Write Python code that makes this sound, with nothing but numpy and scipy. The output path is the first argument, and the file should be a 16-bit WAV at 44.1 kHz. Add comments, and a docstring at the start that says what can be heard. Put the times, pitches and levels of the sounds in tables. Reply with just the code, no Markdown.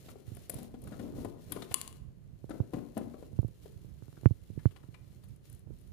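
"""A cat pawing at a wall

A cat in a plush coat reaches into a gap at the foot of a wall: paws thud on the skirting and scuff,
claws tick, fur and flank rub. A small light toy drops and bounces on the tiles, and the hard room
reverberates briefly. A finger half covers the hand-held phone's right port, shading and bumping it."""
import sys
import numpy as np
from scipy import signal
from scipy.fft import rfft, irfft
from scipy.io import wavfile
from scipy.ndimage import uniform_filter1d

SR = 44100
rng = np.random.default_rng(int(sys.argv[2]) if len(sys.argv) > 2 else 0)


def store_pcm(level_fs):
    """Save levels as 16-bit WAV."""
    pcm = np.round(np.clip(level_fs, -1, 1) * 32767).astype(np.int16)
    wavfile.write(sys.argv[1], SR, np.atleast_2d(pcm).T)


N = 261072
TIME = np.arange(N) / SR
RING = 4096  # samples in one impulse response
BINS_HZ = np.fft.rfftfreq(RING, 1 / SR) + 1


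def undb(db):
    """Decibels to amplitude ratio."""
    return 10 ** (np.asarray(db) / 20)


def unit(x):
    """Scale to rms 1."""
    return x / np.sqrt(np.mean(x ** 2))


def along(points, size, column=1):
    """Interpolate a table column over log frequency at the bins of an FFT."""
    points = np.array(points)
    bins_hz = np.fft.rfftfreq(size, 1 / SR) + 1
    return np.interp(np.log(bins_hz), np.log(points[:, 0]), points[:, column])


def colour(x, spectrum):
    """Zero-phase filtering gives a steady sound its spectrum."""
    return irfft(rfft(x) * undb(along(spectrum, N)), N)


def noise(spectrum):
    """Filtered Gaussian noise of rms 1."""
    return unit(colour(rng.standard_normal(N), spectrum))


def response(spectrum, shape_db=0):
    """Minimum-phase impulse response with this spectrum plus shape_db."""
    cepstrum = irfft(np.log(undb(along(spectrum, RING) + shape_db)))
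    cepstrum[1:RING // 2] *= 2
    cepstrum[RING // 2 + 1:] = 0
    return irfft(np.exp(rfft(cepstrum)))


def resonance(hz, width, peak_db):
    """A resonance peak in dB; its width is a fraction of its frequency."""
    return peak_db / (1 + (2 * np.log(BINS_HZ / hz) / width) ** 2)


def through(x, ring):
    """Convolution: x drives a linear system."""
    return signal.fftconvolve(x, ring)[:len(x)]


def walk(rate_hz):
    """Smooth random fluctuation of rms 1."""
    size = int(SR / rate_hz)
    steps = np.repeat(rng.standard_normal(N // size + 1), size)[:N]
    return unit(uniform_filter1d(steps, size))


def contact(slip_s, slip_db):
    """Stick-slip force: one impulse, then a train of tiny slips that swells and dies."""
    age = np.arange(RING) / (SR * slip_s)
    chance = rng.standard_normal(RING)
    slips = chance * np.abs(chance) * np.sqrt(age) * np.exp(-age)
    force = undb(slip_db) * slips / np.linalg.norm(slips)
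    force[0] += 1
    return force


def add(track, start_s, level_db, sound):
    """Place a transient; its level is its energy spread over 10 ms."""
    start = int(start_s * SR)
    sound = sound * undb(level_db) * np.sqrt(SR / 100) / np.linalg.norm(sound)
    track[start:start + RING] += sound[:N - start]


def air(level_db):
    """Ambient noise: the steady, low background of a quiet room."""
    # background spectrum: frequency_hz, gain_db
    spectrum = [(20, -17), (60, -9.5), (140, 5.5), (230, -11.5), (350, -9), (550, -16), (900, -29.5),
                (2000, -33.5), (6000, -41.5), (15500, -47)]
    return undb(level_db) * noise(spectrum)


def rubbing(column, release_s, fidget_db, attack_s=0.036, pause_db=-10, pause_fade_s=0.08):
    """Friction envelope: the cat's reaches add in power to its fidgeting, which fades in the pauses."""
    # reaches into the gap, at relative levels: start_s, length_s, fur_db, body_db
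    reaches = [(0, .05, -63, -50.5), (0.055, 0.055, -58, -45.5), (0.276, 0.3, -62, -54.5),
               (0.538, 0.092, -56.5, -42), (.85, 0.25, -62.5, -39.5), (1.166, 0.091, -59, -37.5),
               (1.406, 0.069, -62, -53), (1.518, 0.11, -56, -43), (1.713, 0.17, -56, -50),
               (2.537, 0.049, -64.5, -41), (2.748, 0.023, -63, -38.5), (2.97, 0.046, -60.5, -40),
               (3.2, 0.073, -68.5, -57), (3.62, 0.047, -64, -56), (4.1, 0.17, -68.5, -68),
               (4.614, 0.11, -67.5, -59.5), (5.466, 0.052, -65, -74)]
    # the cat keeps still: start_s, end_s
    pauses = [(2.02, 2.415), (5.37, 5.44), (5.61, 5.73)]
    still = sum(1. * ((TIME > start) & (TIME < end)) for start, end in pauses)
    power = undb(fidget_db + pause_db * uniform_filter1d(still, int(pause_fade_s * SR))) ** 2
    for reach in reaches:
        start_s, length_s = reach[:2]
        age = TIME - start_s
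        attack = np.clip(1 + age / attack_s, 0, 1)
        release = np.exp(-np.maximum(age - length_s, 0) / release_s)
        power += (undb(reach[column]) * attack * release) ** 2
    return np.sqrt(power)


def fur(catches_per_s=200, spread_db=4, flicker_db=2, grain_db=-3):
    """Friction noise: fibres catch and let go at random over a smooth hiss."""
    # hiss of the coat: frequency_hz, gain_db
    spectrum = [(400, -4), (1200, -2), (3200, -1), (5800, -4), (8500, -5), (10600, 0), (12500, -4.5),
                (15500, -5)]
    sizes = undb(spread_db * np.minimum(rng.exponential(size=N), 3))
    catches = (rng.random(N) < catches_per_s / SR) * sizes * rng.choice([-1, 1], N)
    grains = through(catches, contact(slip_s=0.0008, slip_db=3))
    friction = rng.standard_normal(N) + undb(grain_db) * unit(grains)
    hiss = unit(colour(friction, spectrum)) * undb(flicker_db * walk(45))
    return hiss * rubbing(column=2, release_s=0.04, fidget_db=-69)


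def scattered_fur():
    """Scattering off wall and floor carries the coat's hiss to the shaded port."""
    # scattered path: frequency_hz, gain_db
    path = [(1000, 2.1), (3500, 5.9), (7000, 6.9), (10500, 0.5), (15000, 7.1)]
    return colour(fur(), path)


def shuffle(flicker_db=2.5):
    """Sliding friction: the cat's body drags unevenly along the skirting."""
    # rub of the flank: frequency_hz, gain_db
    spectrum = [(40, -10.5), (130, 0), (250, 3.5), (400, -2), (600, -5), (850, -17.5), (1500, -27),
                (3000, -40), (8000, -56.5)]
    drag = noise(spectrum) * undb(flicker_db * walk(35))
    return drag * rubbing(column=3, release_s=0.075, fidget_db=-65.5)


def hand(rest_db=-55.5, wander_db=2, squeeze_sigma_s=0.049, flicker_db=2.5, gain_db=2.5):
    """Structure-borne rumble follows the grip, which wanders slowly and swells at each squeeze."""
    # rumble of the hand: frequency_hz, gain_db
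    spectrum = [(20, -30), (45, -1), (85, 0.5), (125, 0), (190, -8.5), (300, -23), (550, -36.5),
                (1000, -45), (4000, -58.5)]
    # the hand tightens: peak_s, relative_level_db
    squeezes = [(.33, -48.5), (.57, -49), (.86, -47), (1.22, -45), (1.47, -48), (2.3, -53.5), (2.5, -50),
                (3.42, -38.5), (3.9, -51.5), (4.57, -46.5), (5.08, -52.5), (5.7, -50)]
    rumble = noise(spectrum)
    swells = sum(undb(db) * np.exp(-0.5 * ((TIME - s) / squeeze_sigma_s) ** 2) for s, db in squeezes)
    grip = np.hypot(undb(rest_db + wander_db * walk(10)), swells)
    return rumble * grip * undb(gain_db + flicker_db * walk(25))


def finger(lag_hz=600):
    """Stick-slip of skin at the right port presses low bumps into it, over the hand's rumble."""
    # finger contacts: start_s, level_db, tilt_db_per_octave, cutoff_hz
    bumps = [(0.278, -36.5, -5, 500), (.317, -33, -0.5, 450), (.554, -35, -2, 496), (1.126, -42, 7.5, 450),
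             (1.138, -39.5, 2.5, 860), (1.214, -42, 1, 504), (1.71, -36.5, -4.5, 500),
             (2.013, -41, -5.5, 350), (2.442, -35, 3.5, 670), (2.602, -19, -0.5, 940),
             (3.33, -39.5, 1, 600), (3.389, -16, -2, 950), (3.43, -34, 2, 820), (3.446, -25, -1, 680),
             (3.484, -42, -0.5, 1160), (3.757, -37.5, -9, 298), (3.846, -39.5, 0, 780),
             (4.023, -37.5, -1, 1830), (4.082, -39.5, -1, 1600), (4.128, -48, 2, 1490),
             (4.176, -45, 3.5, 850), (4.233, -36.5, 2, 800), (4.244, -48.5, 3, 1620), (4.258, -8, -1, 2700),
             (4.308, -20, -4, 980), (4.501, -34, -0.5, 550), (4.575, -28, 2, 440), (4.656, -12, -2, 2000),
             (4.84, -43.5, 1.5, 600), (4.886, -37, 0, 350), (5.673, -47.5, 4.5, 700),
             (5.705, -40, 5.5, 500)]
    # pressure pulse in the port: frequency_hz, gain_db
    spectrum = [(20, -66.5), (45, -19), (75, -6), (98, 1), (125, 1.5), (155, -4.5), (200, -11),
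                (320, -13.5), (500, -21.5), (700, -30.5), (1400, -34), (2600, -43.5), (4200, -58),
                (15000, -99.5)]
    out = hand()
    for start_s, level_db, tilt, cutoff_hz in bumps:
        softness_db = -10 * np.log10(1 + (BINS_HZ / cutoff_hz) ** 8)
        add(out, start_s, level_db, response(spectrum, tilt * np.log2(BINS_HZ) + softness_db))
    # all-pass delay: the fingertip gives way, so the low push comes just after the first touch
    pole = np.exp(-2 * np.pi * lag_hz / SR)
    return signal.lfilter([pole, -1], [1, -pole], out)


def paws(longest_slip_s=0.0078, doubling_db=19, pad_hz=650):
    """Cushioned impact: a soft pad low-passes each thud, then skids, longer after harder blows."""
    # blows on skirting and floor: start_s, level_db, tilt_db_per_octave, pitch_hz
    blows = [(0.085, -48.5, 4, 312), (0.157, -46, 2, 400), (0.369, -48.5, 1, 263), (0.496, -41.5, -1, 580),
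             (0.539, -40.5, -3.5, 243), (.585, -45, 3, 254), (0.742, -37.5, -1, 247), (0.873, -49, -7, 300),
             (0.919, -39.5, -0.5, 194), (0.996, -36.5, -3, 243), (1.035, -40.5, -4, 250),
             (1.185, -38.5, -1.5, 256), (1.248, -33, 1, 322), (1.261, -39.5, -11.5, 109),
             (1.522, -38.5, -9, 278), (1.563, -35, 0.5, 405.5), (1.624, -46, -5.5, 230),
             (1.713, -42.5, 5.5, 302), (2.494, -41, 3, 303), (2.506, -33.5, -0.5, 315),
             (2.735, -31, 2, 275), (2.743, -30.5, -6, 161), (2.769, -36.5, -1, 183), (2.783, -39, 1.5, 247),
             (2.969, -27, 1, 233), (2.978, -34.5, 0, 240), (3.012, -33.5, -0.5, 239),
             (3.142, -41.5, -1.5, 480), (3.226, -41.5, 0, 410), (3.658, -46, 3.5, 420)]
    # response of the skirting: frequency_hz, gain_db
    skirting = [(12, -74.5), (40, -38.5), (110, -12), (220, -4), (310, -4.5), (430, -6.5), (570, -4),
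                (760, -9.5), (1300, -20.5), (2500, -30), (5000, -40.5), (15000, -50)]
    out = np.zeros(N)
    padding_db = -10 * np.log10(1 + (BINS_HZ / pad_hz) ** 4)
    hardest_db = max(blow[1] for blow in blows)
    for start_s, level_db, tilt, pitch_hz in blows:
        spot_db = tilt * np.log2(BINS_HZ) + resonance(pitch_hz, width=0.31, peak_db=10.5)
        thud = response(skirting, spot_db + padding_db)
        slip_s = longest_slip_s * 2 ** ((level_db - hardest_db) / doubling_db)
        skid = through(contact(slip_s, slip_db=9), response(skirting, spot_db))
        add(out, start_s, level_db, unit(thud) + unit(skid))
    return out


def scuffs():
    """Stick-slip friction: brief dry scrapes of a paw, each with its own pitch."""
    # paw scrapes: start_s, level_db, pitch_hz
    scrapes = [(0.088, -54.5, 1390), (0.37, -63, 2980), (0.742, -56.5, 750), (0.873, -52.5, 1230),
               (0.923, -51.5, 1420), (.937, -54, 1400), (0.994, -51, 1790), (1.247, -52.5, 715),
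               (1.52, -41.5, 3450), (1.562, -45, 1080), (1.621, -42, 3700), (1.715, -46.5, 2780),
               (2.507, -46, 1420), (2.737, -51, 1720), (3.138, -55.5, 1140), (4.169, -60, 1440),
               (4.59, -57, 1900), (4.661, -58.5, 3260), (4.71, -61, 2720), (4.762, -53.5, 2680),
               (4.831, -61, 1100), (4.943, -52, 2450), (5.236, -63, 4570)]
    # spectrum of a scrape: frequency_hz, gain_db
    spectrum = [(300, -9), (900, -3), (1700, -6.5), (2600, -13), (3900, -13), (5500, -21), (10000, -20),
                (15000, -38.5)]
    out = np.zeros(N)
    for start_s, level_db, pitch_hz in scrapes:
        ring = response(spectrum, resonance(pitch_hz, width=0.3, peak_db=10))
        add(out, start_s, level_db, through(contact(slip_s=0.0051, slip_db=11), ring))
    return out


def claws(gain_db=-3.5):
    """Hard impact: the brief sliding contact of claw on tile gives a tick."""
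    # claw strikes: start_s, relative_level_db
    ticks = [(.101, -54.5), (.349, -50.5), (.368, -50), (.4958, -33), (.4982, -31.5), (.542, -39),
             (.588, -49.5), (.63, -48), (.818, -53.5), (.839, -51), (.875, -54), (.994, -62),
             (1.247, -49.5), (1.521, -28.5), (1.623, -55), (1.723, -46.5), (2.496, -52.5), (2.734, -56),
             (2.977, -42.5), (3.418, -63), (3.479, -60.5), (5.24, -58.5), (5.287, -64), (5.36, -63.5),
             (5.498, -53), (5.527, -53.5), (5.547, -57.5), (5.593, -61), (5.787, -64), (5.812, -62),
             (5.877, -70)]
    # spectrum of a bright claw tick as heard at the left port: frequency_hz, gain_db
    spectrum = [(300, -27), (1500, -6), (3200, -10), (6000, -8.5), (8200, -2), (9800, 9), (11200, 6.5),
                (12500, 2.5), (15500, -12.5)]
    ring = response(spectrum)
    out = np.zeros(N)
    for start_s, level_db in ticks:
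        add(out, start_s, level_db + gain_db, through(contact(slip_s=0.0021, slip_db=15), ring))
    return out


def toy(dulling_db_per_db=0.39):
    """Impact: each bounce gives a dry crack, a ring near 1 kHz and bright peaks; weak hops are duller."""
    # the toy lands on both ends, then hops: start_s, level_db
    hops = [(1.7422, -24.5), (1.744, -26), (1.8145, -35), (1.8774, -42), (1.9275, -55)]
    # peaks in the bounce's clack: frequency_hz, bandwidth_hz, peak_db
    peaks = [(1072, 77, 3.5), (2890, 99, 2), (3520, 220, 2.5), (4450, 300, -2), (6980, 400, 9),
             (7720, 160, 5), (8140, 180, 9.5), (10130, 2600, 8), (12300, 300, 2), (14200, 770, -10)]
    # crack of the impact: frequency_hz, gain_db
    crack = [(300, -12), (1000, -6.5), (1450, -17), (2500, -7), (4200, 5), (5400, -4), (6800, -4.5),
             (10500, 11.5), (12500, 1), (15500, -19)]
    t = TIME[:RING]
    ringing = np.zeros(RING)
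    for k, (frequency_hz, bandwidth_hz, peak_db) in enumerate(peaks):
        decay = undb(peak_db) * bandwidth_hz * np.exp(-np.pi * bandwidth_hz * t)
        ringing += (-1) ** k * decay * np.sin(2 * np.pi * frequency_hz * t)
    clack = unit(ringing) + unit(response(crack))
    out = np.zeros(N)
    hardest_db = max(hop[1] for hop in hops)
    for start_s, level_db in hops:
        treble_db = dulling_db_per_db * (level_db - hardest_db)
        softness = response([(1000, 0.00077), (10000, treble_db)])
        force = through(contact(slip_s=0.00089, slip_db=-6), softness)
        add(out, start_s, level_db, through(force, clack))
    return out


def room(x, column, build_s=0.0017, size=256):
    """Diffuse reverberation of tile and glass at one port; the middle frequencies last longest."""
    # reverberation: frequency_hz, left_gain_db, right_gain_db, t60_s
    bands = [(80, -0.5, -9.5, 0.17), (242, 2, -13.5, 0.59), (592, -6.5, -20, 0.71), (1200, -5, -26, 0.65),
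             (3425, -12, -17.5, 0.53), (7000, -16.5, -26.5, .5), (10500, -12.5, -33, 0.35),
             (15000, -23, -18.5, 0.26)]
    _, t, cells = signal.stft(rng.standard_normal(SR), SR, nperseg=size)
    t60_s = along(bands, size, column=3)[:, None]
    fade = np.exp(-np.log(1000) * t / t60_s) * (1 - np.exp(-t / build_s))
    fade /= np.sqrt(SR * np.mean(fade ** 2, axis=1, keepdims=True))
    gain = undb(along(bands, size, column))[:, None]
    tail = signal.istft(cells * fade * gain, SR)[1]
    return through(x, tail)


def shaded(x):
    """Acoustic shadowing: the finger over the port blocks more treble than bass."""
    # transmission of the half-covered port: frequency_hz, gain_db
    transmission = [(60, -7), (230, -5.5), (500, -12.5), (1200, -19.5), (3500, -23.5), (7000, -25),
                    (10500, -37.5), (15000, -20)]
    return through(x, response(transmission))


def scene():
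    """Superposition at two ports: the left is open; the right is shaded, with the finger on top."""
    direct = claws() + paws() + scuffs() + toy() + undb(-1) * fur() + undb(-7) * shuffle()
    scattered = undb(-10.5) * scattered_fur()
    left = direct + room(direct, column=1) + air(level_db=-58.5)
    right = shaded(direct) + room(direct, column=2) + scattered + finger() + air(level_db=-62)
    return np.array([left, right])


def record(dry):
    """Band limiting: the phone's steep low-pass filter cuts the highest treble."""
    cutoff_hz = 15400
    return signal.sosfilt(signal.ellip(10, 0.2, 80, cutoff_hz, fs=SR, output="sos"), dry)


dry = scene()
out = record(dry)
store_pcm(out)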